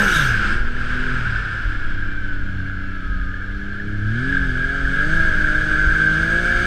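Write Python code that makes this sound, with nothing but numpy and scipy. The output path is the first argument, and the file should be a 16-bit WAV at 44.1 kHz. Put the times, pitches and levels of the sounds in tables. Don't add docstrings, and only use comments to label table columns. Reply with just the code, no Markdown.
import sys
import numpy as np
from scipy import signal
from scipy.fft import rfft
from scipy.io import wavfile
from scipy.ndimage import uniform_filter1d

SR = 44100
rng = np.random.default_rng(int(sys.argv[2]) if len(sys.argv) > 2 else 0)


def magnitude_from_level(level_db):
    exponent = np.asarray(level_db, float) / 20
    return 10 ** exponent


def output_pcm(signal):
    pcm = np.clip(np.atleast_2d(signal).T, -1, 1) * 32767
    wavfile.write(sys.argv[1], SR, np.round(pcm).astype(np.int16))


N = 293706
T = np.arange(N) / SR
STEP = 32
T_SLOW = np.arange(0, N, STEP) / SR


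def evened(x):
    return x / np.sqrt(np.mean(x ** 2) + 1e-20)


def read(points, hz):
    f, value = np.transpose(points)
    return np.interp(np.log(hz + 1), np.log(f + 1), value, -120, -120)


def columns(rows, t):
    s, *values = np.transpose(rows)
    return [np.interp(t, s, v) for v in values]


def bumps(rows, t, size=lambda v: v, least_s=.02):
    grid = np.arange(0, N / SR + .01, least_s / 5)
    total = np.zeros(len(grid))
    for s, height, half in rows:
        away = np.clip((grid - s) / max(half, least_s), -1, 1)
        total += size(height) * np.cos(np.pi / 2 * away) ** 2
    return np.interp(t, grid, total)


def wander(count, step=1):
    knots = rng.standard_normal(int(N / SR * 100) + 9)
    knots = uniform_filter1d(knots, max(int(100 / count), 2))
    knots = evened(knots - knots.mean())
    return np.interp(np.arange(0, N, step) / SR * 100, np.arange(len(knots)), knots)


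def sine(turns):
    return np.sqrt(2) * np.sin(2 * np.pi * turns)


def noise(points, size, band_hz, patchy_db, light=None, curve=None):
    low, high = band_hz
    frames, hz = 4 * N // size + 6, np.fft.rfftfreq(size, 1 / SR)
    a, b, patches = rng.standard_normal((frames, len(hz), 3)).T
    patches = uniform_filter1d(patches, size=6, axis=0)
    patches = evened(uniform_filter1d(patches, size=7, axis=1))
    shape_db = read(points, hz)[:, None] * np.ones(frames)
    if light:
        share = np.clip(columns(curve, np.arange(frames) * size / 4 / SR)[-1], 0, 1)
        shape_db = share * shape_db + (1 - share) * read(light, hz)[:, None]
    inside = (hz >= low) & (hz < high)
    shape = magnitude_from_level(shape_db) / np.linalg.norm(magnitude_from_level(shape_db[inside]), axis=0)
    spectra = (a + 1j * b) * shape * magnitude_from_level(patchy_db * patches)
    x = signal.istft(spectra, nperseg=size, noverlap=size * 3 // 4)[1][:N]
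    power, all_hz = abs(rfft(x)) ** 2, np.fft.rfftfreq(N, 1 / SR)
    in_band = power[(all_hz >= low) & (all_hz < high)].sum()
    return evened(x) * np.sqrt(power.sum() / in_band)


def narrow(hz, width_hz):
    b, a = signal.butter(2, width_hz / 2, fs=SR)
    slow = rng.standard_normal(len(hz)) + 1j * rng.standard_normal(len(hz))
    slow = signal.lfilter(b, a, slow)
    return evened((slow * np.exp(2j * np.pi * np.cumsum(hz) / SR)).real)


# t/s, f/Hz
SPEED = [(0, 210), (.06, 199), (.27, 125), (.39, 105), (.6, 119.5), (1.06, 126), (1.18, 124), (1.37, 106.5),
         (1.62, 100.2), (3.26, 92.6), (3.55, 98.3), (4.03, 103.5), (4.56, 125.5), (5.42, 152.5), (5.9, 155),
         (6.14, 156.5), (6.43, 175), (6.66, 178)]
# centre t/s, shift f/Hz, half length t/s
SURGES = [
    (2.55, -1.5, .25),
    (2.87, 1, .15),
    (4.32, 22, .27),
    (4.73, 6.5, .16),
    (5.17, 18, .25),
]


def crank():
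    hz = uniform_filter1d(columns(SPEED, T)[0] + bumps(SURGES, T), size=2000)
    return hz, np.cumsum(hz * (1 + .002 * wander(20))) / SR


def order(turns, k, db):
    return magnitude_from_level(db).repeat(STEP)[:N] * sine(k * turns + rng.random())


# t/s, load [0-1]
LOAD = [(0, .8), (.3, .3), (.6, .3), (1.15, .4), (1.3, .02), (3.5, .05), (4, .3), (4.3, .6), (4.5, .6),
        (5, .8), (5.4, .9), (6.66, .99)]
# coasting level/dB, loaded level/dB
FIRING = [
    (-35.5, -33.5),
    (-40, -34),
    (-41.5, -44.5),
    (-56, -42),
    (-58, -37.5),
]
# centre t/s, level/dB, half length t/s
BOOMS = [
    [(.02, 8, 0.082), (.2, 6, 0.083), (.31, 11.5, 0.14), (.7, -6, 0.1), (1.27, 6, 0.31), (2.62, 8, 0.39),
     (3.05, -3.5, 0.17), (3.6, -3.5, 0.17), (4.07, 10.5, 0.32), (4.5, 5, 0.19), (5.1, 5, 0.21),
     (6.1, 4.5, 0.31), (6.57, -3, 0.21)],
    [(.23, -3, 0.29), (3.4, 2, 0.89), (1.05, 5, 0.31), (1.42, -35, 0.29), (1.8, -7.5, 0.57),
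     (4.22, 7.5, 0.5)],
    [(0, 4, .1), (.2, -16, 0.23), (.75, -10, 0.26), (1.42, -25, 0.35), (4.0, 4.5, 0.33), (5.35, -5, 0.34),
     (6.6, 4.5, 0.77)],
    [(0, 9.5, 0.14), (.19, 7, 0.083), (.4, 1, 0.13), (1.5, -7, 0.4), (4.68, -3.5, 0.16), (3.88, 6, 0.17),
     (4.36, -19.5, 0.32), (4.9, -6, 0.15)],
    [(1.4, 15.5, 0.49), (4.4, 12, 0.45), (6.1, 3, 0.15)],
]
# centre t/s, flutter level/dB, half length t/s
STUMBLE = [
    (.12, 1.5, .35),
]


def under_load(coasting_db, loaded_db):
    return coasting_db + columns(LOAD, T_SLOW)[0] * (loaded_db - coasting_db)


def firing(turns):
    out = np.zeros(N)
    for k, (coasting, loaded), rows in zip([1, 2, 3, 4, 4 / 3], FIRING, BOOMS):
        db = under_load(coasting, loaded) + bumps(rows, T_SLOW) + 1.8 * wander(9, STEP)
        flutter_db = bumps(STUMBLE, T_SLOW) * wander(30, STEP)
        out += order(turns, k, db + flutter_db)
    return out


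# thirds of the firing rate, coasting level/dB, loaded level/dB
UNEVEN = [(2, -42, -46), (5, -50, -46), (7, -50, -46), (8, -50, -53), (10, -51, -51), (11, -62, -54),
          (13, -60, -61), (14, -64, -59), (15, -63, -53), (16, -68, -61), (17, -68, -58), (18, -63, -59),
          (19, -70, -56), (20, -70, -61), (21, -68, -62)]
# centre t/s, level/dB, half length t/s
RASP = [
    (0, 10.5, 0.15),
]


def uneven_cylinders(turns):
    out = np.zeros(N)
    for third, coasting, loaded in UNEVEN:
        db = under_load(coasting, loaded) - 3.5 + bumps(RASP, T_SLOW) + 3.5 * wander(4, STEP)
        out += order(turns, third / 3, db)
    return out


# (centre t/s, peak
# level/dB, half length t/s)
GEARS = [
    (10, [(5.87, -23.5, .16), (6.06, -19.5, .15), (5.2, -25, .2)]),
    (29 / 3, [(6.355, -19, .06)]),
    (13, [(6.48, -40, .08), (6.6, -38, .2)]),
    (9, [(5.5, -32, .15), (5.8, -31, .2)]),
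    (8, [(6.55, -28, .25)]),
    (26 / 3, [(6.56, -25, .15)]),
    (32 / 3, [(5.5, -25, .05), (5.88, -26.5, .22)]),
    (5, [(4.75, -51, .4), (6.0, -57, .4)]),
    (19 / 3, [(5.9, -57, .2)]),
]


def gears(turns):
    out = np.zeros(N)
    for k, rows in GEARS:
        db = 20 * np.log10(bumps(rows, T_SLOW, magnitude_from_level) + 1e-5)
        out += order(turns, k, db + 1.5 * wander(12, STEP))
    return out


# f/Hz, level/dB
ROAR = [(620, -61), (1050, -40), (1160, -28), (1380, -11), (1470, -11), (1550, 1.5), (1720, -4.5),
        (1780, -23.5), (1950, -31), (2060, -20.5), (2270, -23), (2630, -38.5), (2930, -29), (3320, -25.5),
        (4100, -39.5), (5330, -67), (9020, -120)]
# f/Hz, level/dB
ROAR_AWAY = [(560, -67), (950, -76.5), (1010, -13), (1130, -20.5), (1370, 1.5), (1600, 4), (1770, -6),
             (1940, -17), (2280, -12), (2470, -17.5), (2770, -15.5), (3330, -19.5), (4100, -29),
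             (5330, -63), (9020, -120)]
# t/s, roar level/dB
EFFORT = [(0, -15), (.25, -15), (.32, -18), (.52, -18), (.62, -25.5), (.75, -27.5), (.9, -22), (1.2, -22),
          (1.52, -24), (1.7, -26.5), (2.0, -29), (2.4, -31), (3.3, -31.5), (3.97, -30), (4.25, -24.5),
          (4.7, -23.5), (5.1, -20.5), (6.1, -19.5), (6.66, -17)]
# t/s, share of the exhaust-side colour [0-1]
HELMET = [
    (0, 0.03),
    (1.1, 0.06),
    (2.2, 0.27),
    (3.9, 0.52),
    (4.7, 0.62),
    (5.5, 0.48),
    (6.05, 0.49),
    (6.66, 0.48),
]
# centre t/s, level/dB, half length t/s
BARKS = [
    (4.35, 5, 0.13),
    (4.69, 3.5, 0.19),
    (4.99, 4, 0.075),
    (5.27, 1.5, 0.18),
    (5.49, 1, 0.035),
    (6.29, -2.5, 0.12),
    (6.355, 0, 0.017),
    (6.43, -4.5, 0.041),
]


def knock(hz, turns, roar_db):
    knock_db = roar_db[::STEP] - 14 + 20 * np.log10(columns(LOAD, T_SLOW)[0])
    out = np.zeros(N)
    for third in range(22, 43):
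        case_db = read(ROAR, third / 3 * hz[::STEP])
        out += order(turns, third / 3, knock_db + case_db + 4 * wander(5, STEP))
    return out


def roar(roar_db, puff, hush):
    x = noise(ROAR, 1024, (1150, 2000), patchy_db=0.13, light=ROAR_AWAY, curve=HELMET)
    x = magnitude_from_level(roar_db - 3.0) * puff * x
    band = signal.butter(2, (1150, 1950), 'bandpass', fs=SR, output='sos')
    return x - (1 - hush) * signal.sosfiltfilt(band, x)


def ring(effort_db):
    helmet_db = 10 * np.log10(np.clip(columns(HELMET, T)[0], .05, 1))
    level_db = effort_db + 1.4 * bumps(BARKS, T) + helmet_db - 5
    return magnitude_from_level(level_db) * narrow(1655 + 30 * wander(6), width_hz=24)


# t/s, peak level/dB
RAPS = [(0.7, -24), (0.7655, -19), (1.0537, -21), (1.3233, -15.5), (1.3587, -13), (1.7293, -21),
        (2.0248, -20), (2.2447, -20), (3.2131, -21), (3.261, -32), (3.3406, -19.5), (3.7996, -19),
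        (4.1188, -19), (4.1725, -21), (4.3259, -9.5), (4.348, -12.5), (4.3685, -8.5), (4.3928, -14),
        (4.4852, -21), (4.554, -14), (4.6308, -13), (4.852, -13), (4.8746, -10.5), (5.472, -12),
        (5.6772, -16), (5.7942, -13), (5.91, -10.5), (6.168, -11), (6.2776, -10), (6.5235, -9),
        (6.6079, -12)]


def raps():
    rise_s, fall_s = .0036, .0038
    t, out = np.arange(0, .04, 1 / SR), np.zeros(N + SR)
    shape = np.sin(np.pi / 2 * np.minimum(t / rise_s, 1)) ** 2
    shape *= np.exp(-(np.maximum(t - rise_s, 0) / fall_s) ** 2)
    for s, db in RAPS:
        detune, phase = rng.standard_normal(2)
        at = round((s - rise_s / 2) * SR)
        out[at:at + len(t)] += magnitude_from_level(db - 1) * shape * np.sin(2 * np.pi * ((1620 + 50 * detune) * t + phase))
    hush_db = bumps([(s, -14, .008) for s, db in RAPS], T, least_s=.002)
    return out[:N], magnitude_from_level(hush_db)


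# t/s, jet level/dB
VALVE = [
    (0, -40.5),
    (.1, -36),
    (.13, -35),
    (.17, -34.5),
    (.23, -38.5),
    (.28, -40),
    (.36, -53),
    (.56, -71),
    (.6, -65),
]
# f/Hz, level/dB per Hz
JET = [(1180, -58), (2000, -10), (2210, -17), (2440, -18), (2840, -1.5), (3090, -1), (3770, 1), (4310, -12),
       (5680, -1.5), (6330, 1.5), (7060, -12.5), (8200, -3.5), (9220, -13), (12900, -12), (15200, -31)]
# f/Hz, width f/Hz, centre t/s, peak level/dB, half length t/s
SQUEALS = [
    (2900, 70, .13, -38, .24),
    (3700, 70, .165, -31, .07),
    (3890, 90, .152, -37, .03),
    (3550, 500, .18, -32, .1),
    (3250, 70, .24, -34, .05),
    (3480, 90, .275, -39, .03),
    (3300, 150, .14, -38, .04),
    (2820, 90, .31, -39, .04),
]


def valve():
    t = np.arange(round(VALVE[-1][0] * SR)) / SR
    jet = noise(JET, 512, (4000, 10000), patchy_db=-2.5)[:len(t)]
    out = magnitude_from_level(columns(VALVE, t)[0]) * jet
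    for hz, width_hz, *swell in SQUEALS:
        out += bumps([swell], t, magnitude_from_level) * narrow(np.full(len(t), float(hz)), width_hz)
    return np.pad(out, (0, N - len(t)))


# t/s, f/Hz, level/dB
TURBINE = [
    (0, 12970, -50),
    (.04, 12910, -52),
    (.074, 12650, -50),
    (.1, 12050, -54),
    (.136, 11210, -52),
    (.19, 11000, -66),
]


def turbine():
    hz, level_db = columns(TURBINE, T)
    turns = np.cumsum(hz * (1 + .004 * wander(27))) / SR
    start_s, end_s = TURBINE[0][0], TURBINE[-1][0]
    fade = np.clip(np.minimum(T - start_s + 0.012, end_s - T + 0.0022) / 0.015, 0, 1)
    return fade * magnitude_from_level(level_db) * sine(turns)


# t/s, f/Hz
TRACK = [(.4, 2090), (.95, 2150), (1.15, 2120), (1.35, 1890), (1.55, 1735), (1.75, 1662), (2.25, 1535),
         (2.45, 1440), (2.65, 1388), (2.9, 1350), (3.05, 1285), (3.24, 1243), (3.9, 1205), (4.9, 1887),
         (5.2, 1990), (6.08, 2040), (6.3, 2190), (6.66, 2305)]
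# centre t/s, peak level/dB, half length t/s
LUG = [
    (.45, -33.5, 0.12),
    (1.33, -41.5, 0.26),
    (2.6, -37, 0.25),
    (3.8, -47, .2),
    (5.2, -37, 0.63),
    (5.9, -47.5, 0.31),
    (6.3, -49, 0.18),
]
# centre t/s, peak level/dB, half length t/s
LUG_OCTAVE = [
    (1.05, -48, 0.24),
    (2.35, -55, 1),
    (5.5, -57, 0.15),
    (5.95, -46, 0.46),
]
# centre t/s, peak level/dB, half length t/s
WHINE = [
    (1.55, -37, .2),
    (2.17, -32, .45),
    (3.05, -42, .75),
]
# centre t/s, peak level/dB, half length t/s
WHINE_HIGH = [
    (2.17, -50, .2),
    (2.78, -54, .35),
]
# centre t/s, peak level/dB, half length t/s
WHINE_OCTAVE = [
    (1.93, -54, .15),
    (2.25, -55, .15),
    (2.63, -57, .15),
    (2.92, -57, .18),
]


def track():
    hz = uniform_filter1d(columns(TRACK, T)[0], size=2000)
    links = np.cumsum(hz * (1 + .002 * wander(25))) / SR
    lugs = np.cumsum(hz * (1 + .004 * wander(25))) / SR / 10.2
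    parts = [(LUG, lugs), (LUG_OCTAVE, 2 * lugs), (WHINE, links),
             (WHINE_HIGH, 3 / 2 * links), (WHINE_OCTAVE, 2 * links)]
    return sum(bumps(rows, T, magnitude_from_level) * sine(turns) for rows, turns in parts)


def follow(effort_db, idle_db, slope, lagged):
    boost_lag_s = 0.35
    r = np.exp(-1 / (boost_lag_s * SR))
    above = effort_db + 31
    boost = signal.lfilter([1 - r], [1, -r], above, zi=[r * above[0]])[0]
    return idle_db + slope * (lagged * boost + (1 - lagged) * above)


# f/Hz, level/dB
HISS = [(2240, -23), (3800, -3.5), (4040, -13.5), (4380, -2), (4880, -3), (5620, -11.5), (5910, -8),
        (6540, -6), (7080, -18), (8210, -8.5), (9300, -24), (10100, -20.5), (11900, -28.5), (13100, -24),
        (15200, -42)]
# f/Hz, level/dB
HISS_LIGHT = [(2240, -25), (3800, -0.5), (4070, 1), (5020, 6.5), (5680, -2), (6810, -8.5), (8260, -6),
              (8790, -13), (10600, -22.5), (13100, -33.5), (14700, -33.5)]


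def intake(effort_db, flicker_db, puff):
    level_db = follow(effort_db, idle_db=-62.5, slope=1.43, lagged=0.22)
    level_db = level_db + 0.1 * bumps(SURGES, T)
    hiss = noise(HISS, 512, (4000, 10000), patchy_db=1.05, light=HISS_LIGHT, curve=LOAD)
    return magnitude_from_level(level_db + flicker_db) * puff * hiss


# f/Hz, level/dB
RUMBLE = [(40, 7.5), (70, 28), (110, 20.5), (200, 7), (330, 4.5), (420, 4), (600, 3), (800, -8.5),
          (1000, -17), (1200, -19)]
# f/Hz, level/dB
RUMBLE_LIGHT = [(40, 16), (110, 10.5), (330, 2), (500, -5.5), (750, -8), (1000, -6), (1200, -9.5)]


def rumble(effort_db):
    level_db = follow(effort_db, idle_db=-53.5, slope=0.77, lagged=0.28) + bumps(STUMBLE, T)
    return magnitude_from_level(level_db) * noise(RUMBLE, 2048, (420, 1000), patchy_db=1.5, light=RUMBLE_LIGHT, curve=HELMET)


# t/s, f/Hz, level/dB
NOD = [(0, 14, -25), (.42, 13, -23), (.62, 13.5, -16), (.85, 13.2, -19), (1.2, 14, -23), (1.48, 13.7, -30),
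       (1.85, 13.5, -18), (2.1, 14.5, -21), (2.35, 12, -18), (2.7, 12.2, -27), (3.25, 14.5, -22),
       (3.55, 12, -30), (3.9, 12.7, -23), (4.7, 15, -28), (5.1, 14.6, -18), (5.9, 14.8, -23),
       (6.1, 15, -33), (6.66, 15.3, -25)]


def nod():
    hz, level_db = columns(NOD, T)
    turns = np.cumsum(hz * (1 + .1 * wander(7))) / SR
    swing = sine(turns) + .25 * sine(2 * turns + 1 / (2 * np.pi))
    return magnitude_from_level(level_db - 1.5 + 1.2 * wander(6)) * swing


# f/Hz, level/dB
WIND = [(16, -13), (24, 2), (35, 6), (50, 2.5), (65, -5), (80, -12), (100, -22.5), (140, -28.5)]
# centre t/s, level/dB, half length t/s
THUDS = [(.33, 7, .1), (.62, 9.5, 0.13), (1.68, 15, 0.059), (3.2, 8, .2), (3.7, -9, .15), (4.4, 7.5, 0.17),
         (4.85, 5, .06), (4.97, -8, .05), (5.88, 10, .08), (6.12, 0.5, 0.15), (6.55, 3.5, .1)]


def wind():
    level_db = -31.5 + 6 * columns(LOAD, T)[0] + bumps(THUDS, T)
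    return magnitude_from_level(level_db) * noise(WIND, 4096, (24, 85), patchy_db=0.4)


# f/Hz, level/dB per Hz
SNOW = [(2240, -29.5), (3800, -2), (4400, 10.5), (4690, -10.5), (5190, 0), (7410, -7), (8210, -26),
        (8990, -15), (10200, -12.5), (13100, -19.5), (14700, -32)]


def snow():
    return magnitude_from_level(-62) * noise(SNOW, 512, (4000, 10000), patchy_db=1.5)


def scene():
    effort_db = columns(EFFORT, T)[0]
    roar_db = effort_db + 0.56 * bumps(BARKS, T)
    hz, turns = crank()
    flicker_db = .5 * wander(25)
    puff = 1 + 0.052 * np.cos(2 * np.pi * turns)
    rapping, hush = raps()
    mix = firing(turns) + uneven_cylinders(turns) + gears(turns) + knock(hz, turns, roar_db)
    mix += roar(roar_db + flicker_db, puff, hush) + hush * ring(effort_db) + rapping
    mix += valve() + turbine() + track()
    mix += intake(effort_db, flicker_db, puff) + rumble(effort_db)
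    mix += nod() + wind() + snow()
    return mix[None]


def low_pass(x):
    return signal.sosfilt(signal.butter(12, 15050, fs=SR, output="sos"), x)


def record(dry):
    return low_pass(dry)


dry = scene()
out = record(dry)
output_pcm(out)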